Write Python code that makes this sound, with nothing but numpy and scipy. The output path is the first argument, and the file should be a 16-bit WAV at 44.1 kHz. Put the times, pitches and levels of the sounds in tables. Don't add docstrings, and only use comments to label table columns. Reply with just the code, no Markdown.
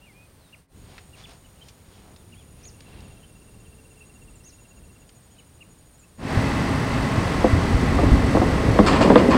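import sys
import numpy as np
from scipy import signal
from scipy.fft import rfft, irfft, next_fast_len
from scipy.io import wavfile
from scipy.ndimage import map_coordinates

SR = 44100
rng = np.random.default_rng(int(sys.argv[2]) if len(sys.argv) > 2 else 0)


def log_audio(samples):
    frames = np.atleast_2d(samples).T
    limited = np.clip(frames, -1, 1)
    pcm = np.round(limited * 32767).astype(np.int16)
    wavfile.write(sys.argv[1], SR, pcm)


N = 413216

# frequency in Hz, level in dB, t60 in seconds.
BOARD_MODES = [(202.4, -6, 0.12), (295.2, -1.5, 0.1), (358.5, -3, 0.062), (480.5, -1.5, 0.079),
               (645.7, -2.5, 0.076), (778, -2, 0.023), (1056, -1.5, 0.03), (1222, -8.5, 0.046),
               (1560, -24, 0.016), (2060, -16, 0.042), (2750, -17, .015), (3700, -21, .012)]
# start in seconds, level in dB, pitch in Hz.
WHEEL_DROPS = [(6.372, -15, 95), (6.898, -24, 101), (7.178, -12.5, 75), (7.533, -10, 88), (7.745, -10, 62),
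               (8.052, -8, 103), (8.117, -3, 63.6), (8.252, -18, 70), (8.684, -11.5, 107)]
# time in seconds, gain from 0 to 1.
MARSH_FADER = [(0, 0.84), (.58, 0.83), (.675, 0), (.77, 1), (6.19, 0.78), (6.35, 0)]


def bridge():
    # time in seconds, deck rumble and board clatter in dB before their trims.
    approach = [(6.5, -28, -30), (6.96, -31, -31), (8.1, -20, -25.5), (8.72, -23, -22),
                (9.02, -24.5, -12.5), (9.37, -29.5, -17.5)]
    # frequency in Hz, relative level in dB.
    running_spectrum = [(76, -48), (130, 2), (198, -6.5), (268, -3.5), (297, -7), (393, -11), (651, -13),
                        (764, -13), (1050, -12.5), (1520, -17), (2010, -16), (2360, -22), (6200, -33.5),
                        (8390, -40.5), (16000, -97)]
    rumble_db, clatter_db = in_time(approach)
    rumble = deck_rumble(rumble_db + 2)
    running = from_db(-25 + 0.21 * drift(13)) * coloured(rng.standard_normal(N), running_spectrum)
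    boards = from_db(clatter_db - 3) * board_clatter() + board_knocks()
    return engine() + running + rumble + boards + wheel_thumps() + steel_rattles()


def board_knocks(rebound_s=0.00458, settle_s=0.01, bounce_db=-9, deck_db=-13, deck_t60=0.3):
    # start in seconds, level in dB, brightness in Hz, pitch ratio.
    loose_boards = [(7.4425, -8.5, 870, 1.06), (7.825, -13.5, 378, 0.76), (7.987, -16.5, 1500, 1.12),
                    (8.031, -12.5, 605, 0.89), (8.072, -11, 260, 0.73), (8.3485, -12, 750, 0.97),
                    (8.369, -13, 1200, 1.06), (8.415, -13, 990, 1.15), (8.759, -15, 400, 0.97),
                    (8.7892, -5, 1670, 1.015), (9.009, -13.5, 1100, 0.88), (9.054, -15, 500, 1),
                    (9.1014, -5.5, 1900, 0.87), (9.128, -10.5, 320, .9), (9.1573, -4, 3800, 1),
                    (9.284, -7, 383, 0.84), (9.346, -10.5, 600, 0.84)]
    out, t = np.zeros(N), np.arange(SR // 3) / SR
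    for s, db, contact_hz, pitch in loose_boards:
        touches = 1. * (t == 0)
        add(touches, rebound_s * rng.uniform(0.72, 1.6), from_db([bounce_db]))
        add(touches, settle_s * rng.uniform(0.757, 1.6), from_db([bounce_db]))
        blow = low_pass(touches, contact_hz)
        uneven_db = rng.normal(0, 1.5, len(BOARD_MODES))
        board = sum((-1) ** k * from_db(level + uneven_db[k]) * ring(blow, hz * pitch, t60)
                    for k, (hz, level, t60) in enumerate(BOARD_MODES))
        deck = signal.fftconvolve(board, scatter(t, deck_t60))[:len(t)]
        crack = ring(blow, hz=1700, t60=0.0045) + from_db(-3) * ring(blow, hz=3400, t60=0.0045)
        add(out, s, from_db(db) * (board + crack + from_db(deck_db) * deck))
    return out


def board_clatter(contact_hz=700):
    out = 0
    for pitch in (.87, 1.0, 1.13):
        blows = low_pass(contacts(per_s=260, spread_db=1.5), contact_hz)
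        out += sum((-1) ** k * from_db(db) * ring(blows, hz * pitch, t60)
                   for k, (hz, db, t60) in enumerate(BOARD_MODES))
    return rms_one(out)


def wheel_thumps(t60=0.14, tyre_hz=600):
    out, t = np.zeros(N), np.arange(SR // 3) / SR
    for s, db, hz in WHEEL_DROPS:
        add(out, s, from_db(db) * np.sin(2 * np.pi * hz * t) * dying(t, t60))
    return low_pass(out, tyre_hz)


def deck_rumble(rolling_db, heave_db=-9, heave_t60=0.27):
    # frequency in Hz, relative level in dB.
    deck_spectrum = [(12, -38), (20, -10), (49, 3), (69, 4), (102, 4), (204, -10), (270, -5), (330, -14.5),
                     (430, -15), (730, -120)]
    heave, t = np.zeros(N), np.arange(SR) / SR
    for s, db, _ in WHEEL_DROPS:
        add(heave, s, from_db(db + heave_db) * dying(t, heave_t60))
    rumble = coloured(contacts(per_s=260, spread_db=1.5), deck_spectrum)
    return np.hypot(from_db(rolling_db), heave) * rumble


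def steel_rattles(rise_s=0.0028, truss_db=16, panels_db=-24):
    # start in seconds, level in dB, t60 in seconds, brightness in Hz.
    bursts = [(8.862, -20, 0.27, 8350), (8.922, -25, 0.54, 4450), (9.007, -24.5, 0.31, 7040),
              (9.174, -22.5, 0.18, 4050), (9.305, -25.5, 0.2, 6500), (9.322, -22.5, 0.37, 2620)]
    # centre in Hz, width in Hz, relative level in dB.
    truss_bands = [(997, 204, 10), (1300, 500, 5), (1900, 510, -1.5), (2500, 320, -2), (3150, 520, -5.5),
                   (4640, 620, -8), (7800, 1140, -13.5)]
    # frequency in Hz, relative level in dB.
    panel_modes = [(1035, -2.5), (1110, 7), (1880, -7), (2499, -13), (2836, -4), (3311, -22), (4295, -27),
                   (4518, -16), (4830, -16), (5202, -13), (7700, -33), (8017, -30)]
    shaking, t = np.zeros(N), np.arange(SR // 2) / SR
    buzz = rms_one(contacts(per_s=2200, spread_db=1.5))
    for k, (s, db, t60, bright_hz) in enumerate(bursts):
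        burst = buzz[k * len(t):(k + 1) * len(t)] * (1 - np.exp(-t / rise_s)) * dying(t, t60)
        add(shaking, s, from_db(db) * low_pass(burst, bright_hz))
    truss = sum((-1) ** k * from_db(db) * resonate(shaking, hz, width)
                for k, (hz, width, db) in enumerate(truss_bands))
    panels = sum((-1) ** k * from_db(db) * ring(shaking, hz, t60=.06)
                 for k, (hz, db) in enumerate(panel_modes))
    return from_db(truss_db) * truss + from_db(panels_db) * panels


def engine(wobble=0.0018, flutter=.17, firing_depth=0.19, firing_hz=44.4):
    # frequency in Hz, rms level in dB.
    hum_tones = [(113, -35), (176.5, -37), (225, -36), (269.3, -33), (357, -46), (642, -44), (807.7, -43.5),
                 (1077, -42.5)]
    # centre in Hz, width in Hz, rms level in dB.
    bay_bands = [(1073, 33, -55.5), (2002, 75, -42.5), (2618, 21, -49), (4470, 540, -49), (7800, 590, -54),
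                 (8430, 130, -57.5), (9720, 130, -59.5), (13000, 300, -83)]
    engine_time = np.cumsum(1 + wobble * drift(9)) / SR
    hum = 0
    for hz, db in hum_tones:
        height = np.sqrt(2) * from_db(db) * (1 + flutter * drift(16))
        hum += height * np.sin(2 * np.pi * (hz * engine_time + rng.random()))
    hiss = rng.standard_normal(N) * (1 + firing_depth * np.cos(2 * np.pi * firing_hz * engine_time))
    return hum + sum(from_db(db) * rms_one(resonate(hiss, hz, width)) for hz, width, db in bay_bands)


def marsh():
    return breeze() + still_air() + birds() + crickets() + katydid() + rustles()


def birds(echo_db=-5, echo_t60=0.36, leaf_hz=6500, rasp=0.012):
    out, unsteady = np.zeros(N), 1 + rasp * drift(900)
    for s, length, glide, db in bird_notes():
        progress = np.linspace(0, 1, int(length * SR))
        hz = np.polyval(np.polyfit([0, .5, 1], glide, 2), progress)
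        hz *= unsteady[int(s * SR):][:len(hz)]
        envelope = np.abs(np.sin(np.pi * progress)) ** 0.59
        add(out, s, from_db(db) * envelope * np.sin(2 * np.pi * np.cumsum(hz) / SR))
    high_pass = signal.butter(1, leaf_hz, "high", fs=SR, output="sos")
    reeds = signal.sosfilt(high_pass, scatter(np.arange(SR // 2) / SR, echo_t60))
    return out + from_db(echo_db) * signal.fftconvolve(out, reeds)[:N]


def bird_notes(chup_s=.027, tsip_s=0.018, tsip_hz=(8050, 7300, 7450), arch=(.73, 1, 0.59),
               far_count=16, far_s=0.099, far_hz=(2400, 4200), far_db=-66):
    # start in seconds, top in Hz, end pitch over top, level in dB.
    chups = [(0.526, 2760, .66, -43.5), (1.129, 2830, .76, -49.5), (1.236, 3420, .52, -43.5),
             (1.443, 2980, 0.81, -55.5), (1.611, 3170, .93, -46.5), (2.321, 2800, .72, -48.5),
             (3.229, 3100, 0.94, -51.5), (3.645, 3130, 0.68, -59), (4.004, 2750, 0.89, -46),
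             (5.381, 2970, 0.67, -48), (5.606, 2810, 0.77, -42), (6.03, 2660, .9, -55)]
    # start and length in seconds, top in Hz, level in dB.
    slurs = [(2.344, .095, 3400, -57.5), (2.629, 0.075, 6820, -45.5), (4.436, 0.079, 6680, -48)]
    # start in seconds, level in dB.
    tsips = [(4.352, -52), (5.988, -52.5)]
    # start and length in seconds, three glide pitches in Hz, dB.
    whistles = [(0.01, 0.059, 2620, 2820, 2780, -52), (0.049, 0.08, 2750, 2270, 1980, -53),
                (0.129, 0.14, 2330, 2480, 2490, -54.5), (.38, .135, 4630, 3920, 3600, -63),
                (3.451, 0.69, 445, 444.5, 426, -60.5)]
    marsh_s = MARSH_FADER[-1][0]
    far_slurs = [(when * marsh_s, far_s, np.interp(height, [0, 1], far_hz), far_db)
                 for when, height in rng.random((far_count, 2))]
    return ([(s, chup_s, np.multiply(hz, (0.93, 1, end)), db) for s, hz, end, db in chups]
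            + [(s, length, np.multiply(hz, arch), db) for s, length, hz, db in slurs + far_slurs]
            + [(s, tsip_s, tsip_hz, db) for s, db in tsips]
            + [(s, length, glide, db) for s, length, *glide, db in whistles])


def crickets():
    # time in seconds, chirp level in dB, share of the far chorus from 0 to 1.
    high_song = [(.65, -89, .6), (.76, -63.5, 0.8), (2.2, -63, 0.5), (2.6, -58, .4), (3.5, -59.5, 0.27),
                 (4.7, -55.5, 0.02), (6.2, -56.5, 0.24)]
    low_song = [(2.0, -88, .4), (2.6, -60, 0.37), (2.9, -53, 0.15), (3.5, -57, 0.22), (3.9, -54, .02),
                (4.9, -52.5, .02), (5.04, -59, .02), (5.09, -88, .02)]
    return (cricket(high_song, per_s=12.8, peak_s=4.70, hz=6806, sharpness=1.2, droop=0.007)
            + cricket(low_song, per_s=16.23, peak_s=4.595, hz=2730, sharpness=4.0, droop=0.071))


def cricket(song, per_s, peak_s, hz, sharpness, droop, waver=0.00494):
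    db, chorus = in_time(song)
    place_in_stroke = (per_s * (clock() - peak_s) + .5) % 1 - .5
    pitch = hz * (1 - droop * place_in_stroke + waver * drift(180))
    envelope = wing_strokes(per_s, peak_s) ** sharpness * from_db(2 * drift(11))
    near = envelope * np.sin(2 * np.pi * np.cumsum(pitch) / SR)
    far = rms_one(resonate(rng.standard_normal(N), hz, width=130, order=2)) / np.sqrt(2)
    return from_db(db) * ((1 - chorus) * near + chorus * far)


def katydid(ring_on=0.66, split_hz=9200):
    # centre in Hz, width in Hz, level in dB before the swell.
    wing_bands = [(8560, 130, -69), (8930, 320, -65.5), (9430, 160, -67.5), (8720, 1500, -67.5)]
    # time in seconds, gain in dB of the lower bands and of the highest.
    song_swell = [(0.45, -4.5, -5.18), (1.05, -0.5, -6), (1.8, -3.5, -4), (2.5, -3.5, 4), (4.25, 1.5, -0.5),
                  (5.35, -1.23, -2.17), (5.8, -0.41, 2)]
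    lower_db, highest_db = in_time(song_swell)
    out, opening = 0, wing_strokes(per_s=50.6, peak_s=0)
    for k, (hz, width, db) in enumerate(wing_bands):
        stroke = 1 - opening if k % 2 else opening
        wing = rms_one(resonate(rng.standard_normal(N), hz, width, order=2) * (stroke + ring_on))
        swell_db = highest_db if hz > split_hz else lower_db
        out += from_db(db + swell_db + .8 * drift(1.73)) * wing
    return out


def wing_strokes(per_s, peak_s):
    return np.cos(np.pi * per_s * (clock() - peak_s)) ** 2


def rustles():
    # frequency in Hz, relative level in dB.
    grain_spectrum = [(150, -1), (350, -5), (750, -2.5), (1500, -10.5), (3000, -8), (5500, -11),
                      (10000, -26), (15000, -36)]
    # middle and length in seconds, level in dB, brightness in Hz.
    swells = [(0.937, 0.14, -53, 5000), (1.202, 0.061, -50.5, 7000), (1.31, 0.069, -51, 14000),
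              (1.664, 0.08, -58, 14000), (1.975, 0.18, -57.5, 6000), (2.094, 0.084, -50, 1300),
              (2.627, 0.1, -57.5, 5000), (2.976, 0.27, -52, 3580)]
    # start in seconds, peak in dB, centre in Hz, t60 in seconds.
    ticks = [(.980, -34, 2300, 0.057), (1.685, -35.5, 4940, 0.074), (2.162, -40, 4200, .035),
             (2.653, -40.5, 3500, .02), (2.806, -37, 3700, .025), (3.005, -40.5, 4500, .025),
             (5.092, -41.5, 4000, .03)]
    grains = coloured(contacts(per_s=5000, spread_db=3.5), grain_spectrum)
    out = sum(from_db(db) * swell(s, length) * low_pass(grains, hz) for s, length, db, hz in swells)
    t = np.arange(SR // 10) / SR
    for s, db, hz, t60 in ticks:
        tick = resonate(rng.standard_normal(len(t)) * dying(t, t60), hz, width=hz, order=2)
        add(out, s, from_db(db) * tick / np.abs(tick).max())
    return out


def breeze(gust_s=0.22, trim_db=4):
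    # time in seconds, level in dB before gusts and trim.
    wind = [(.4, -58), (1.6, -57), (2.35, -52.5), (3.9, -55), (5.2, -56.5)]
    # middle in seconds, rise in dB.
    gusts = [(.82, 5), (1.2, 2.5), (3.03, 6.5), (3.55, 2.5), (4.3, 4.5), (4.85, 3.5), (5.62, 3)]
    # frequency in Hz, relative level in dB.
    wind_spectrum = [(12, -53), (20, -10), (43, -3.5), (81, -2), (192, -8.5), (225, -11.5), (333, -15.5),
                     (430, -17.5), (663, -32), (2200, -54), (2860, -66), (4840, -120)]
    wind_db = in_time(wind)[0] + sum(db * swell(s, gust_s) for s, db in gusts)
    return from_db(wind_db + trim_db) * coloured(rng.standard_normal(N), wind_spectrum)


def still_air(level_db=-58.5):
    # frequency in Hz, relative level in dB.
    air_spectrum = [(500, 9), (2000, -0.5), (4000, -2.5), (7500, -7), (10500, -7.5), (16000, -8)]
    return from_db(level_db) * coloured(rng.standard_normal(N), air_spectrum)


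def from_db(db):
    return 10 ** (np.asarray(db) / 20)


def rms_one(x):
    return x / np.sqrt(np.mean(x ** 2) + 1e-20)


def clock():
    return np.arange(N) / SR


def in_time(rows):
    s, *columns = np.transpose(rows)
    return [np.interp(clock(), s, c) for c in columns]


def add(out, s, sound):
    at = int(np.clip(round(s * SR), 0, N - 1))
    out[at:at + len(sound)] += sound[:N - at]


def drift(per_s):
    knots = rng.standard_normal(2000)
    return rms_one(map_coordinates(knots, [clock() * per_s], order=1, mode="wrap"))


def contacts(per_s, spread_db):
    sizes = from_db(spread_db * np.minimum(rng.exponential(1, N), 3)) * rng.choice([-1, 1], N)
    return sizes * (rng.random(N) < per_s / SR)


def swell(s, length):
    return np.exp(-2 * ((clock() - s) / length) ** 2)


def dying(t, t60):
    return np.exp(-np.log(1000) * t / t60)


def scatter(t, t60):
    tail = rng.standard_normal(len(t)) * dying(t, t60)
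    return tail / np.linalg.norm(tail)


def coloured(x, spectrum):
    hz, db = np.transpose(spectrum)
    size = next_fast_len(N)
    f = np.maximum(np.arange(size // 2 + 1) * SR / size, 1)
    ends = np.minimum(f / hz[0], 1) ** 2 * np.minimum(hz[-1] / f, 1) ** 2
    gain = ends * from_db(np.interp(np.log(f), np.log(hz), db))
    return rms_one(irfft(rfft(x, size) * gain, size)[:N])


def low_pass(x, hz):
    return signal.sosfilt(signal.butter(2, min(hz, SR / 2 - 2000), fs=SR, output="sos"), x)


def resonate(x, hz, width, order=1):
    edges = np.clip([hz - width / 2, hz + width / 2], 10, SR / 2 - 100)
    return signal.sosfilt(signal.butter(order, edges, "band", fs=SR, output="sos"), x + 1e-18)


def ring(clicks, hz, t60):
    r, w = np.exp(-np.log(1000) / (t60 * SR)), 2 * np.pi * hz / SR
    return signal.lfilter([0, np.sin(w)], [1, -2 * r * np.cos(w), r * r], clicks + 1e-18)


def scene():
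    # time in seconds, gain from 0 to 1.
    bridge_fader = [(6.175, 0.0049), (6.36, 0.96)]
    return (in_time(MARSH_FADER)[0] * marsh() + in_time(bridge_fader)[0] * bridge())[None]


def record(dry):
    ceiling, cutoff_hz = .95, 15900
    clipped = dry / (1 + (dry / ceiling) ** 16) ** (1 / 16)
    return signal.sosfilt(signal.ellip(10, .1, 80, cutoff_hz, fs=SR, output="sos"), clipped)


dry = scene()
out = record(dry)
log_audio(out)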